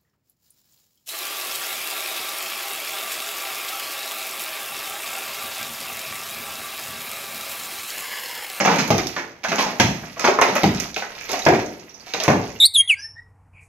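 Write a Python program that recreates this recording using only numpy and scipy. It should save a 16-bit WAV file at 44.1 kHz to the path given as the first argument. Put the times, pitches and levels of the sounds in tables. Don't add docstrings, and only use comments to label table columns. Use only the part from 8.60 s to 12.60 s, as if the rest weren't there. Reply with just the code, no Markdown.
import sys
import numpy as np
from scipy import signal
from scipy.fft import rfft, irfft
from scipy.io import wavfile
from scipy.ndimage import uniform_filter1d

SR = 44100
rng = np.random.default_rng(int(sys.argv[2]) if len(sys.argv) > 2 else 0)


def unload_wav(signal):
    wavfile.write(
        sys.argv[1],
        SR,
        np.round(np.clip(np.atleast_2d(signal).T, -1, 1) * 32767).astype(np.int16),
    )


N = 176400
SIZE = 32768
T, HZ = np.arange(SIZE) / SR, np.fft.rfftfreq(SIZE, 1 / SR)
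EVENT_GAIN = np.sqrt(0.03 * SR)


def blows():
    # start in seconds, level in dB, bass, crack and treble boosts in dB,
    # pitch of the hollow spot in Hz, knock pitch in Hz, knock boost in dB.
    hits = [(0.3045, -11.5, 1.5, 1, -2, 255, 574, -1), (1.199, -11.5, 3, 4, 4.5, 246, 970, -5.5),
            (2.034, -18.5, 8, -6, 4.5, 193.5, 516, 4), (2.040, -14, 4.5, -1.5, -12.5, 171, 793, 7),
            (2.865, -6.5, -4, 4.5, -12, 354, 497, -13), (2.885, -11.5, -5, -5, -12, 296, 616, -7),
            (3.680, -9, -0.5, -4, -9, 295, 537, 0), (3.700, -11.5, -2, 1, -35, 171.4, 720, -15)]
    # frequency in Hz, gain in dB.
    crush_tone = [(30, -29), (60, -23), (110, -1), (250, -2), (450, 0.5), (750, 0), (1400, -11.5),
                  (3000, -13.5), (6000, -22), (14000, -43)]
    snap_tone = [(800, -10), (2500, -1), (6000, -13), (14000, -8)]
    boom_tone = [(30, -43), (70, -12), (125, 0), (210, -3), (330, -5.5), (700, -34), (3000, -60)]
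    rumble_tone = [(30, -17), (66, 12), (170, -27)]
    thump_hz, crush_s, snap_s = 142.4, 0.0046, 0.0035
    out = np.zeros((2, N))
    for start, db, bass_db, crack_db, treble_db, hollow_hz, knock_hz, knock_db in hits:
        force = 0.75 * norm(pieces(SIZE, per_s=4000, spread_db=3.4) * np.exp(-T / crush_s))
        force[0] -= 1
        boost = tone_controls(bass_db, crack_db, treble_db)
        thump = amp(-11.5) * swell(rise_s=0.0054) * np.sin(2 * np.pi * thump_hz * T)
        knock = amp(knock_db) * swell(rise_s=0.0033) * np.sin(2 * np.pi * knock_hz * T)
        ring = wall_ring(hollow_hz)
        boom = amp(-6) * low_noise(boom_tone, rise_s=0.036)
        rumble = amp(-27) * low_noise(rumble_tone, rise_s=0.084)
        wall = colour(thump + knock + ring + boom + rumble, boost)
        crunch = impact(force, along(crush_tone, HZ), boost, room_db=7)
        add(out, start, amp(db) * (crunch + wall))
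        splinters = pieces(SIZE, per_s=980, spread_db=5) * np.exp(-T / snap_s)
        snap = impact(splinters, along(snap_tone, HZ), np.zeros_like(HZ), room_db=-0.5)
        add(out, start, amp(db + treble_db - 18.5) * snap)
    return out


def wall_ring(hollow_hz):
    # pitch in Hz, relative level in dB, seconds to fade by 60 dB.
    notes = [(309, 12, 0.17), (425, -3, 0.4), (541, -7, 0.42), (738, -2, 0.55)]
    rise_s = 0.0017
    ring = np.zeros(SIZE)
    for hz, db, fade_s in list(notes) + [(hollow_hz, 8.5, 0.37)]:
        fade = amp(db + rng.normal(0, 1) - 60 * T / fade_s)
        ring += fade * np.sin(2 * np.pi * hz * rng.normal(1, 0.0239) * T)
    return amp(-16) * ring * (1 - np.exp(-T / rise_s))


def low_noise(tone, rise_s):
    return EVENT_GAIN * norm(colour(rng.standard_normal(SIZE), along(tone, HZ)) * swell(rise_s))


def lumps():
    # start in seconds, level in dB, break-up time in seconds,
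    # bass and treble boosts in dB, knock pitch in Hz.
    landings = [(.001, -16.5, 0.022, 10.5, -2, 517), (.049, -12, 0.056, 11, -1, 800),
                (.075, -13.5, .06, 8, -6, 155), (0.124, -18.5, 0.07, 11, 2, 940),
                (.185, -21, 0.032, 16.5, 4.5, 215), (.38, -25.5, 0.024, 8, 1, 258),
                (.563, -23, 0.038, 1.5, 0, 1790), (.834, -29.5, 0.028, 8, 8.5, 654),
                (0.844, -25.5, 0.027, -13, 1, 840), (.883, -32, 0.03, 19, 11.5, 229),
                (.917, -17.5, 0.025, 0, -5.5, 207), (.983, -16.5, 0.043, 5, 6, 970),
                (1.04, -23, 0.097, 13.5, -1, 830), (1.432, -35.5, 0.011, -1, -13, 1790),
                (1.564, -29, 0.078, 3, -25, 680), (1.594, -28, 0.039, 3, 8, 1250),
                (1.640, -12.5, 0.045, 5.5, -1, 1350), (1.674, -9.5, 0.023, -3, -8.5, 397),
                (1.786, -13.5, 0.011, -1, -18, 1060), (1.815, -9.5, 0.021, -2.5, -0.5, 860),
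                (1.874, -20, 0.063, 8.5, -2, 235), (1.953, -16.5, 0.023, 0.5, -2, 212),
                (2.362, -26, 0.044, 0.5, 9.5, 643), (2.42, -27.5, 0.03, -2, -2, 1610),
                (2.690, -24.5, 0.052, 3, 1, 450), (2.729, -22, 0.016, 2, 0.5, 725),
                (2.935, -24, 0.03, 17.5, -2.5, 356), (2.99, -31, 0.028, 8, 6, 480),
                (3.463, -42, 0.065, 3, 16, 755), (3.537, -23.5, 0.035, 1, 1.5, 440),
                (3.601, -28.5, 0.023, 2, 9.5, 616), (3.63, -24, 0.026, -8, 4, 456)]
    # frequency in Hz, gain in dB.
    lump_tone = [(40, -83), (100, -22.5), (190, -4), (330, -2), (600, 1.5), (900, 0.5), (1400, -3.5),
                 (2200, -6), (3200, -10.5), (6000, -15.5), (14000, -32)]
    rise_s, knock_db, knock_width = 0.00033, 8.5, 0.13
    thinning = 1.4
    out = np.zeros((2, N))
    for start, db, break_s, bass_db, treble_db, hz in landings:
        envelope = (1 - np.exp(-T / rise_s)) * np.exp(-(T / break_s) ** thinning)
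        force = pieces(SIZE, per_s=600, spread_db=5) * envelope
        knock = knock_db / np.sqrt(1 + ((HZ / hz - 1) / knock_width) ** 2)
        boost = tone_controls(bass_db, 0.095 * treble_db, treble_db)
        add(out, start, amp(db) * impact(force, along(lump_tone, HZ) + knock, boost, room_db=1))
    return out


def clinks():
    # start in seconds, level in dB, pitch in Hz, seconds to fade by 60 dB.
    landings = [(0.847, -20.5, 1522, 0.19), (1.787, -12.5, 1087, 0.05), (2.82, -21.5, 3920, 0.038),
                (3.294, -39.5, 5660, .05), (3.341, -40.5, 5970, 0.1), (3.346, -44, 5330, 0.14),
                (3.404, -37, 4660, 0.056), (3.962, -34, 2770, 0.03)]
    rise_s, rough_radians = 0.00066, 0.96
    out = np.zeros((2, N))
    for start, db, hz, fade_s in landings:
        flutter = uniform_filter1d(rng.standard_normal(SIZE), size=100)
        note = np.sin(2 * np.pi * hz * T + rough_radians * flutter / flutter.std())
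        envelope = amp(db - 60 * T / fade_s) * (1 - np.exp(-T / rise_s))
        add(out, start, in_room(note * envelope, room_db=-3))
    return out


def chips():
    # start in seconds, level in dB, pitch in Hz.
    ticks = [(0.06, -36, 5970), (.159, -35, 5960), (.278, -35.5, 8120), (0.381, -29.5, 5800),
             (.470, -30.5, 5830), (0.958, -35.5, 6500), (1.025, -34, 5900), (1.596, -33.5, 6130),
             (1.813, -26.5, 6100), (1.953, -32.5, 9300), (2.2, -27.5, 6040), (2.344, -36, 3960),
             (2.363, -30.5, 2060), (2.692, -40, 6270), (2.716, -31.5, 7350), (2.732, -32.5, 4500),
             (2.792, -36.5, 5540), (2.852, -29.5, 4450), (2.887, -34.5, 5950), (3.061, -43.5, 6060),
             (3.537, -27.5, 3000), (3.601, -29.5, 3380), (3.636, -28, 5940), (3.702, -35.5, 5500)]
    width_octaves, floor_db, decay_s = 0.83, -22, 0.0024
    out = np.zeros((2, N))
    for start, db, hz in ticks:
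        tone = np.maximum(-6 * (np.log2((HZ + 1) / hz) / width_octaves) ** 2, floor_db)
        force = rng.standard_normal(SIZE) * np.exp(-T / decay_s)
        add(out, start, amp(db) * impact(force, tone, np.zeros_like(HZ), room_db=-0.5))
    return out


def grit():
    # time in seconds, relative level in dB.
    levels = [(0, -32.5), (.29, -35.5), (.46, -38), (.63, -45.5), (.81, -62.5), (1.01, -31.5),
              (1.13, -41.5), (1.4, -43.5), (1.56, -46), (1.66, -34), (1.78, -41), (2.0, -36), (2.201, -33),
              (2.42, -48.5), (2.6, -40), (2.86, -34), (3.1, -47.5), (3.399, -53.5), (3.64, -38), (4.0, -46)]
    # frequency in Hz, gain in dB.
    grit_tone = [(200, -8), (700, -4.5), (2000, -9), (5000, -11), (14000, -21)]
    clicks = pieces(N, per_s=170, spread_db=7)
    rain = in_room(colour(clicks, along(grit_tone, HZ)), room_db=1.5)
    level_db = np.interp(np.arange(N) / SR, *np.transpose(levels))
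    return rain / rain.std() * amp(level_db + 1.5)


def air():
    # frequency in Hz, gain in dB.
    air_tone = [(25, -14), (70, -6), (120, -3.5), (300, -3.5), (800, -10), (3000, -19), (14000, -34)]
    hush = np.array([colour(side, along(air_tone, HZ)) for side in room_noise(N)])
    return amp(-52) * hush / hush.std()


def in_room(x, room_db):
    # frequency in Hz, seconds to fade by 60 dB.
    fade_times = [(60, 0.55), (150, 0.77), (400, 0.64), (1000, 0.45), (2500, 0.46), (6000, 0.43),
                  (14000, 0.39)]
    early_db, early_s, rise_s = 2, 0.0063, 0.0012
    hz, t, spectrum = signal.stft(room_noise(SIZE), SR, nperseg=256)
    fade = amp(-60 * t / along(fade_times, hz)[:, None])
    tail = signal.istft(spectrum * fade, SR, nperseg=256)[1][:, :SIZE]
    early_lift = 1 + amp(early_db) * np.exp(-T / early_s)
    echoes = amp(room_db) * norm(tail * early_lift * (1 - np.exp(-T / rise_s)))
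    echoes[:, 0] += 1
    return signal.fftconvolve(x[None], echoes, axes=1)[:, :len(x)]


def room_noise(size):
    # frequency in Hz, likeness of left and right (0 unrelated, 1 the same).
    likeness = [(60, 0.95), (150, 0.97), (280, 0.89), (500, 0.76), (1000, 0.44), (2000, 0), (5000, 0.44)]
    angle = np.arccos(np.clip(along(likeness, np.fft.rfftfreq(size, 1 / SR)), -1, 1)) / 2
    mid, side = irfft(rfft(rng.standard_normal((2, size))) * [np.cos(angle), np.sin(angle)], size)
    return np.array([mid + side, mid - side])


def impact(force, tone, boost, room_db):
    pair = EVENT_GAIN * norm(in_room(colour(force, tone), room_db))
    return np.array([colour(side, boost) for side in pair])


def pieces(size, per_s, spread_db):
    pitches = [700, 2000, 4000, 6500, 9500, 14000]
    hz = np.fft.rfftfreq(size, 1 / SR)
    bands = [np.sqrt(np.interp(hz, pitches, share)) for share in np.eye(len(pitches))]
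    return sum(irfft(rfft(grains(size, per_s, spread_db)) * band, size) for band in bands)


def grains(size, per_s, spread_db):
    chance, strength = rng.random(size), rng.standard_normal(size)
    return (chance < per_s / SR) * rng.choice([-1, 1], size) * amp(spread_db * np.clip(strength, -2, 2))


def swell(rise_s):
    return T / rise_s * np.exp(1 - T / rise_s)


def tone_controls(bass_db, crack_db, treble_db):
    return along([(200, bass_db), (480, 0), (800, 0), (1500, crack_db), (4000, treble_db)], HZ)


def colour(x, db):
    cepstrum = irfft(db * np.log(10) / 20)
    cepstrum[1:SIZE // 2] *= 2
    cepstrum[SIZE // 2 + 1:] = 0
    response = irfft(np.exp(rfft(cepstrum)))[:SIZE // 8]
    return signal.fftconvolve(x, response)[:len(x)]


def along(points, hz):
    freqs, values = np.transpose(points)
    return np.interp(np.log(hz + 1), np.log(freqs + 1), values)


def amp(db):
    return 10 ** (np.asarray(db) / 20)


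def norm(x):
    return x / np.sqrt(np.mean(np.sum(x ** 2, axis=-1)) + 1e-20)


def add(out, start_s, x):
    i = max(round(start_s * SR), 0)
    out[:, i:i + x.shape[-1]] += x[..., :N - i]


def scene():
    return blows() + lumps() + clinks() + chips() + grit() + air()


def record(dry):
    # frequency in Hz, gain in dB.
    left_mic = [(300, -3), (800, -0.05), (1600, 0), (2200, 1), (3200, -1), (5000, -2), (6300, -20.5),
                (7300, -12), (9000, -18), (13000, -22), (15500, -41)]
    right_mic = [(300, -3), (800, -1.17), (1600, 1.5), (2250, 8.5), (3100, 0), (5000, 5), (6400, 10.5),
                 (7300, -3), (8600, -10.5), (10500, -2.5), (13000, 4.5), (15500, -3.5)]
    ceiling, top_hz = 0.88, 15600
    pair = np.array([colour(side, along(mic, HZ)) for side, mic in zip(dry, (left_mic, right_mic))])
    rounded = pair / (1 + np.abs(pair / ceiling) ** 6) ** (1 / 6)
    passband = np.fft.rfftfreq(2 * N, 1 / SR) < top_hz
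    return irfft(rfft(rounded, 2 * N) * passband)[:, :N]


dry = scene()
out = record(dry)
unload_wav(out)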